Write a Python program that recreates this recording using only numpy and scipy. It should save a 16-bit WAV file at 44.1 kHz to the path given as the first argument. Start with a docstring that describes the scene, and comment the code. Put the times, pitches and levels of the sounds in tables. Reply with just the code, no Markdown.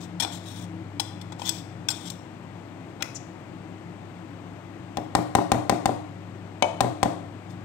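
"""A small tiled kitchen hums throughout. A steel spoon scrapes and clicks inside a plastic blender
jar, scooping paste into a bowl; near 3 s it clacks on the jar's lip and squeaks. From 5 s the jar is
knocked down six times to shake the rest loose, rebounding after each blow. Its rim taps, two more
knocks follow, and one faint scrape ends the scene. The right microphone port (its opening) is
covered, so that side sounds dull."""
import sys
import numpy as np
from scipy import signal
from scipy.fft import rfft, irfft, next_fast_len
from scipy.io import wavfile

SR = 44100
rng = np.random.default_rng(int(sys.argv[2]) if len(sys.argv) > 2 else 0)


def master_out(mix):
    """Clip the mix to full scale and print it as 16-bit PCM to the path in sys.argv[1]."""
    frames = np.transpose(np.atleast_2d(mix))
    ceiling = np.clip(frames, -1, 1)
    pcm = np.round(ceiling * 32767).astype(np.int16)
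    wavfile.write(sys.argv[1], SR, pcm)


N = 336924


def from_db(db):
    """Turn decibels into a number to multiply by."""
    return 10 ** (np.asarray(db) / 20)


def rms_one(x):
    """Scale a signal so its average power is one."""
    return x / np.sqrt(np.mean(x ** 2) + 1e-20)


def at_hz(points, hz):
    """Read between a table's rows, giving every octave equal room."""
    pitches, values = np.transpose(points)
    return np.interp(np.log(np.maximum(hz, 1)), np.log(pitches), values)


def colour(x, spectrum):
    """Make each pitch louder or softer, following rows of pitch_hz, level_db."""
    size = next_fast_len(x.shape[-1])
    gain = from_db(at_hz(spectrum, np.arange(size // 2 + 1) * SR / size))
    return irfft(rfft(x, size) * gain, size)[..., :x.shape[-1]]


def lowpass(x, hz, order=1):
    """Dull a sound by turning down what lies above hz."""
    return signal.sosfilt(signal.butter(order, min(hz, SR / 2 - 100), fs=SR, output="sos"), x + 1e-18)


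def delay(x, delay_s):
    """Make a sound arrive later."""
    i = np.arange(len(x))
    return np.interp(i - delay_s * SR, i, x, left=0)


def add(out, start_s, sound):
    """Mix a sound in at its start time."""
    i = max(round(start_s * SR), 0)
    out[i:i + len(sound)] += sound[:N - i]


def ring(tones, detune=0, scatter_db=1.5):
    """A struck thing's tones, varied with each touch; each falls 60 dB in its fade_s."""
    out = np.zeros(SR // 2)
    for hz, level_db, fade_s in tones:
        t = np.arange(min(int(fade_s * SR), len(out))) / SR
        strength, shift = rng.standard_normal(2)
        loudness = from_db(level_db + scatter_db * strength - 60 * t / fade_s)
        out[:len(t)] += loudness * np.cos(2 * np.pi * hz * (1 + detune * shift) * t)
    return out * np.cos(np.linspace(0, np.pi / 2, len(out)))


def burst(spectrum, fade_s, size=2048):
    """Overtones too many to count, made as a quickly dying puff of noise."""
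    fade = from_db(-60 * np.arange(size) / SR / fade_s)
    noise = rfft(rng.standard_normal(size) * fade)
    even = irfft(noise / (np.abs(noise) + 1e-9), size) * np.sqrt(fade)   # evens out the pitches
    return colour(np.pad(even, (0, SR // 2 - size)), spectrum) * np.linspace(1, 0, SR // 2)


def wander(width_hz):
    """A smooth random wobble, as complex numbers; wider means faster."""
    smoothing = signal.butter(2, width_hz / 2, fs=SR, output="sos")
    slow = signal.sosfilt(smoothing, rng.standard_normal((2, N + SR)))[:, SR:]
    return (rms_one(slow[0]) + 1j * rms_one(slow[1])) / np.sqrt(2)


def wavering_tone(cycles, width_hz):
    """A tone of unsteady strength and pitch; cycles counts its vibrations so far."""
    return rms_one((wander(width_hz) * np.exp(2j * np.pi * cycles)).real)


def slips(size, per_s, spread_db):
    """Sticking and slipping: tiny random kicks of uneven strength."""
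    chance, sign, strength = rng.random(size), rng.choice([-1, 1], size), rng.standard_normal(size)
    return (chance < per_s / SR) * sign * from_db(spread_db * strength)


# Mains hum (first row), then the fan's tones: pitch_hz, width_hz, level_db
HUM_TONES = [(100.1, 0.58, -44), (121.3, 7.1, -48.5), (175.5, 9.6, -42), (287.6, 10, -51.5),
             (320.8, 10.7, -46.5)]
# The rush of the kitchen's air: pitch_hz, level_db_per_hz
AIR_SPECTRUM = [(30, -66), (50, -75), (65, -76.5), (90, -73), (130, -65), (190, -69.5), (310, -65.5),
                (450, -76.5), (720, -73.5), (1500, -82), (2200, -83.5), (5500, -100), (8200, -99),
                (10000, -117)]


def kitchen_hum(fall_start_s=2.06, fall_length_s=0.17, fall_db=5.5, side_db=-9, waver=0.35):
    """Mains electricity hums, air rushes softly, and a fan's drone settles to a lower level."""
    t = np.arange(N) / SR
    (mains_hz, mains_width_hz, mains_db), *fan_tones = HUM_TONES
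    swell = 1 + waver * wander(mains_width_hz).real
    mains = from_db(mains_db) * rms_one(swell * np.sin(2 * np.pi * mains_hz * t))
    fan = sum(from_db(db) * wavering_tone(hz * t, width_hz) for hz, width_hz, db in fan_tones)
    settled = np.clip((t - fall_start_s) / fall_length_s, 0, 1)
    middle, side = colour(rng.standard_normal((2, N)), AIR_SPECTRUM) * np.sqrt(SR / 2)
    air = middle + from_db(side_db) * side * [[1], [-1]]
    return mains + fan * from_db(-fall_db * settled) + air


# The clear tones of the jar's wall: pitch_hz, level_db, fade_s
WALL_TONES = [(842, -30.5, 0.039), (944, -28, 0.028), (975, -60, 0.05237), (1460, -34, 0.048),
              (2455, -26, 0.043), (3470, -10, 0.023), (3950, -16, 0.017), (4880, -22.5, 0.037),
              (5390, -14.5, 0.025), (6800, -90, 0.021), (7770, -19.5, 0.047), (8540, -27, 0.065)]
# The wall's crowd of short overtones: pitch_hz, level_db
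WALL_SPECTRUM = [(200, -26), (550, -14), (1000, -2), (1500, -4), (2000, 3), (2500, -2.5), (3400, 12),
                 (5000, 4), (6500, 8.5), (8500, 3.5), (10500, -9), (16000, -6)]


def jar_wall(tones_db, detune, burst_s):
    """The thin wall answers one kick; every spot rings a little differently."""
    return from_db(tones_db) * ring(WALL_TONES, detune) + burst(WALL_SPECTRUM, burst_s)


# The spoon drawn along the wall: start_s, length_s, level_db
SCRAPES = [(0.0, 0.035, -41.5), (0.25, 0.39, -51), (0.312, 0.043, -37.5), (0.451, 0.18, -44.5),
           (1.047, .05, -63), (1.38, 0.21, -44), (1.442, .04, -30.5), (1.464, 0.014, -26.5),
           (1.934, 0.18, -45.5), (2.045, 0.028, -38), (3.04, 0.11, -69), (7.484, 0.022, -51.5)]


def spoon_scrapes(press_s=0.014, release_s=0.03, grit_db=1.5, catch_db=1.5):
    """Pressure builds, holds and lets go while fine slips, catching and freeing, shake the wall."""
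    out = np.zeros(N)
    kicks = slips(N, per_s=3200, spread_db=4)
    force = rms_one(kicks * from_db(grit_db * wander(200).real + catch_db * wander(54).real))
    for start_s, length_s, level_db in SCRAPES:
        rub = force[max(round(start_s * SR), 0):][:SR // 3]
        t = np.arange(len(rub)) / SR
        pressure = np.clip(t / press_s, 0, 1) * np.clip(1 - (t - length_s) / release_s, 0, 1)
        wall = jar_wall(tones_db=-11, detune=0.0375, burst_s=0.045)
        scrape = signal.fftconvolve(rub * pressure, wall / np.linalg.norm(wall))
        add(out, start_s, from_db(level_db) * scrape)
    return out


def stutter(length_s):
    """The push of a landing spoon: a dying run of slips."""
    t = np.arange(SR // 20) / SR
    return slips(len(t), per_s=4600, spread_db=2.0) * np.exp(-(t / length_s) ** 2)


# The spoon hitting the wall: start_s, level_db, stutter_s, brightness_db
SPOON_HITS = [(0.199, 9.5, 0.014, -2.5), (0.2214, 7, 0.013, -10), (0.232, 1, 0.012, -11),
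              (0.247, 3, 0.0033, -26), (0.9972, 9, 0.006, -5), (1.213, -12.5, 0.0085, -1),
              (1.321, -8, 0.0077, -23), (1.396, -7.5, 0.0017, -40), (1.418, -1, 0.0025, -30),
              (1.492, 9.5, 0.0017, 1.5), (1.8857, 10.5, 0.005, 1.5), (1.9025, 5, .014, -4.5),
              (2.101, -3, 0.005, 20), (3.005, -7, 0.016, -53)]


def spoon_clicks(thud_hz=1200, treble_hz=4500, thud_db=3.5, thud_per_dull_db=0.45):
    """The spoon lands on the wall: its bare edge clicks brightly, but cushioned by paste it thuds."""
    out = np.zeros(N)
    for start_s, level_db, stutter_s, brightness_db in SPOON_HITS:
        wall = jar_wall(tones_db=-5, detune=0.028, burst_s=0.036)
        click = signal.fftconvolve(stutter(stutter_s), wall)
        thud = lowpass(click, thud_hz, order=2)
        treble = click - lowpass(click, treble_hz)
        thud_gain = from_db(thud_db - thud_per_dull_db * brightness_db)
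        click = click + (thud_gain - 1) * thud + (from_db(brightness_db) - 1) * treble
        add(out, start_s, from_db(level_db) * click / np.linalg.norm(click))
    return out


# The clear tones of the jar's lip: pitch_hz, level_db, fade_s
LIP_TONES = [(1110, -15, 0.041), (2050, 3.5, 0.052), (2490, -1, 0.028), (3340, -3, 0.021), (5340, 1, 0.02),
             (6540, 3, 0.013)]
# The lip's crowd of short overtones: pitch_hz, level_db
LIP_SPECTRUM = [(200, -5), (600, 29), (1000, 23), (2100, 37.5), (3500, 18), (6000, 34), (8500, 21),
                (10500, -7), (16000, -14)]


def lip_clack(start_s=3.023, level_db=6):
    """On its way out the spoon hits the stiff lip: a lower, drier clack."""
    out = np.zeros(N)
    push = stutter(length_s=0.0037)
    clack = signal.fftconvolve(push, ring(LIP_TONES) + burst(LIP_SPECTRUM, fade_s=0.023))
    add(out, start_s, from_db(level_db) * clack / np.linalg.norm(clack))
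    return out


def spoon_squeak(start_s=3.141, length_s=0.044, level_db=-31, pitch_hz=7430, fall_hz_per_s=43000):
    """The slips of the spoon's edge lock into a rough, falling whistle that swells and dies."""
    t = np.clip(np.arange(N) / SR - start_s, 0, length_s)
    hz = pitch_hz - fall_hz_per_s * t
    whistle = wavering_tone(np.cumsum(hz) / SR, width_hz=1689.5)
    return whistle * from_db(level_db) * np.sin(np.pi * t / length_s) ** 2


# The noise of jar meeting counter: pitch_hz, level_db
CRACK_SPECTRUM = [(60, 8.5), (300, 27), (600, 18), (1000, 19.5), (1400, 5), (2000, 14.5), (2700, 9.5),
                  (3500, 15.5), (5000, 11), (8500, 14), (10500, -1), (16000, -3)]


def jar_crack(fade_s):
    """The sharp crack at the moment the jar lands."""
    return burst(CRACK_SPECTRUM, fade_s)


# The jar knocked down: start_s, level_db, rebound_after_s, rebound_db
JAR_BLOWS = [(4.9712, -11, .012, -15.5), (5.1512, 0, 0.039, -14.5), (5.3515, 0.5, 0.035, -6.5),
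             (5.5178, 0, 0.028, -7), (5.696, 0, 0.028, -10), (5.8572, -2, .0355, -10.5),
             (6.8065, 0, 0.039, -8), (7.0299, -1, .027, -9.5)]
# The tones of the jar's base and the counter: pitch_hz, level_db, fade_s
BASE_TONES = [(95.3, -23, 0.24), (121.9, -21.5, 0.36), (175, -39.5, 0.96), (207, -27, 0.11),
              (283.7, -26, 0.36), (307, -28.5, 0.55), (407, -59, 0.059), (558.6, -30, 0.39),
              (588, -28.5, .2), (709, -11, 0.059), (730, -17.5, 0.058), (780, -9.5, 0.043),
              (928, -22, 0.063), (1018, -20, 0.036), (1550, -55, 0.013), (1830, -25.5, 0.052),
              (2030, -34, 0.025), (3250, -29, 0.025)]


def jar_knocks(crack_db=0.5, top_hz=13200, top_hz_per_db=620, rebound_hz=1000, rebound_crack_db=9):
    """A crack, brighter for harder blows, and a hollow thump; then a softer, duller rebound."""
    out = np.zeros(N)
    for start_s, level_db, rebound_after_s, rebound_db in JAR_BLOWS:
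        crack = lowpass(jar_crack(fade_s=0.026), top_hz + top_hz_per_db * level_db, order=2)
        thump = ring(BASE_TONES, detune=0.0062)
        add(out, start_s, from_db(level_db) * (from_db(crack_db) * crack - thump))
        rebound = from_db(rebound_crack_db) * jar_crack(fade_s=0.012) - ring(BASE_TONES, detune=0.03)
        add(out, start_s + rebound_after_s, from_db(rebound_db) * lowpass(rebound, rebound_hz, order=2))
    return out


# The tones of the jar's free rim: pitch_hz, level_db, fade_s
RIM_TONES = [(548, -35, 0.3), (593, -20.5, 0.15), (665, -23, 0.32), (726, -13, 0.064), (887, -13, 0.095),
             (920, -25, 0.04536), (2260, -19, 0.056), (2520, -25, 0.11), (3020, -16, 0.038),
             (3770, -34, .04), (3940, -42, 0.0633), (6290, -23, 0.042)]


def rim_tap(start_s=6.624, crack_db=-2.5, ring_db=3, again_after_s=0.019, again_db=-8):
    """Landing on its edge, the jar cracks lightly; its rim rings and touches once more."""
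    out = np.zeros(N)
    tap = from_db(crack_db) * jar_crack(fade_s=0.019) + from_db(ring_db) * ring(RIM_TONES)
    add(out, start_s, lowpass(tap, hz=9500, order=2))
    second_touch = lowpass(ring(RIM_TONES, detune=0.018), hz=1000, order=2)
    add(out, start_s + again_after_s, from_db(ring_db + again_db) * second_touch)
    return out


def tile_echo(x, left_s=0.004947, right_s=0.00369, echo_db=-4, echo_hz=2000):
    """Each port hears the sound plus its own quick echo off the nearby tiles."""
    echo = from_db(echo_db) * lowpass(x, echo_hz)
    return x + np.array([delay(echo, left_s), delay(echo, right_s)])


# How long the kitchen rings, before fade_limits_s is applied: pitch_hz, fade_s
ROOM_FADES = [(100, -0.55), (400, 0.63), (900, .5), (2000, 0.5), (6000, 0.6), (15000, 0.33)]
# How strongly the kitchen rings: pitch_hz, level_db
ROOM_SPECTRUM = [(60, -41), (125, -4.5), (300, 2), (700, -3.5), (1300, -4.5), (3000, -9.5), (8000, -11),
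                 (15000, -12)]


def kitchen_reverb(x, first_s=0.012, build_s=0.00085, alike=0.33, fade_limits_s=(0.15, 0.7)):
    """Countless echoes blur into a tail, partly alike at both ports; each octave dies at its own pace."""
    t = np.arange(SR) / SR
    noise = rng.standard_normal((2, SR))
    noise[1] = alike * noise[0] + np.sqrt(1 - alike ** 2) * noise[1]
    spectrum = rfft(colour(noise, ROOM_SPECTRUM))
    centres_hz = 2. ** np.arange(6, 15)
    octave = np.log2(np.clip(np.arange(spectrum.shape[1]), centres_hz[0], centres_hz[-1]))
    tail = 0
    for hz in centres_hz:
        fade_s = np.clip(at_hz(ROOM_FADES, hz), *fade_limits_s)
        fade = np.clip((t - first_s) / build_s, 0, 1) * from_db(-60 * t / fade_s)
        band = irfft(spectrum * np.maximum(1 - abs(octave - np.log2(hz)), 0), SR)
        tail = tail + band * fade / np.linalg.norm(fade)
    return signal.fftconvolve(x[None], tail, axes=1)[:, :N]


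def one_direction():
    """The spoon's sounds and the jar's blows; each direction gets its own mix of overtones."""
    return spoon_clicks() + lip_clack() + spoon_scrapes() + spoon_squeak(), jar_knocks() + rim_tap()


def scene(spoon_right_db=-9, spoon_room_db=-5, blows_room_db=-5.5, hum_right_db=-0.55):
    """The spoon works near the left port; sound sent towards the ports and away fills the room."""
    towards, away = one_direction(), one_direction()
    room = sum(kitchen_reverb(from_db(spoon_room_db) * spoon + from_db(blows_room_db) * blows)
               for spoon, blows in (towards, away))
    spoon, blows = towards
    hum = kitchen_hum() * from_db([[0], [hum_right_db]])
    return spoon * from_db([[0], [spoon_right_db]]) + tile_echo(blows) + room + hum


def record(dry, cover_hz=540, cover_top_hz=9000, cover_db=-3.5, hiss_db=-74, bass_hz=64, top_hz=15650):
    """The covered right port is dull; both hiss, lose deep bass and top treble, and round off peaks."""
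    right = from_db(cover_db) * lowpass(lowpass(dry[1], cover_hz), cover_top_hz)
    bass_cut = signal.butter(4, bass_hz, "high", fs=SR, output="sos")
    ports = signal.sosfilt(bass_cut, np.array([dry[0], right]))
    ports = ports + from_db(hiss_db) * rng.standard_normal((2, N))
    top_cut = signal.ellip(10, 0.1, 80, top_hz, fs=SR, output="sos")
    ceiling = 0.85
    rounded = ceiling * np.tanh(signal.sosfilt(top_cut, ports) / ceiling)
    return signal.sosfilt(top_cut, rounded)


dry = scene()
out = record(dry)
master_out(out)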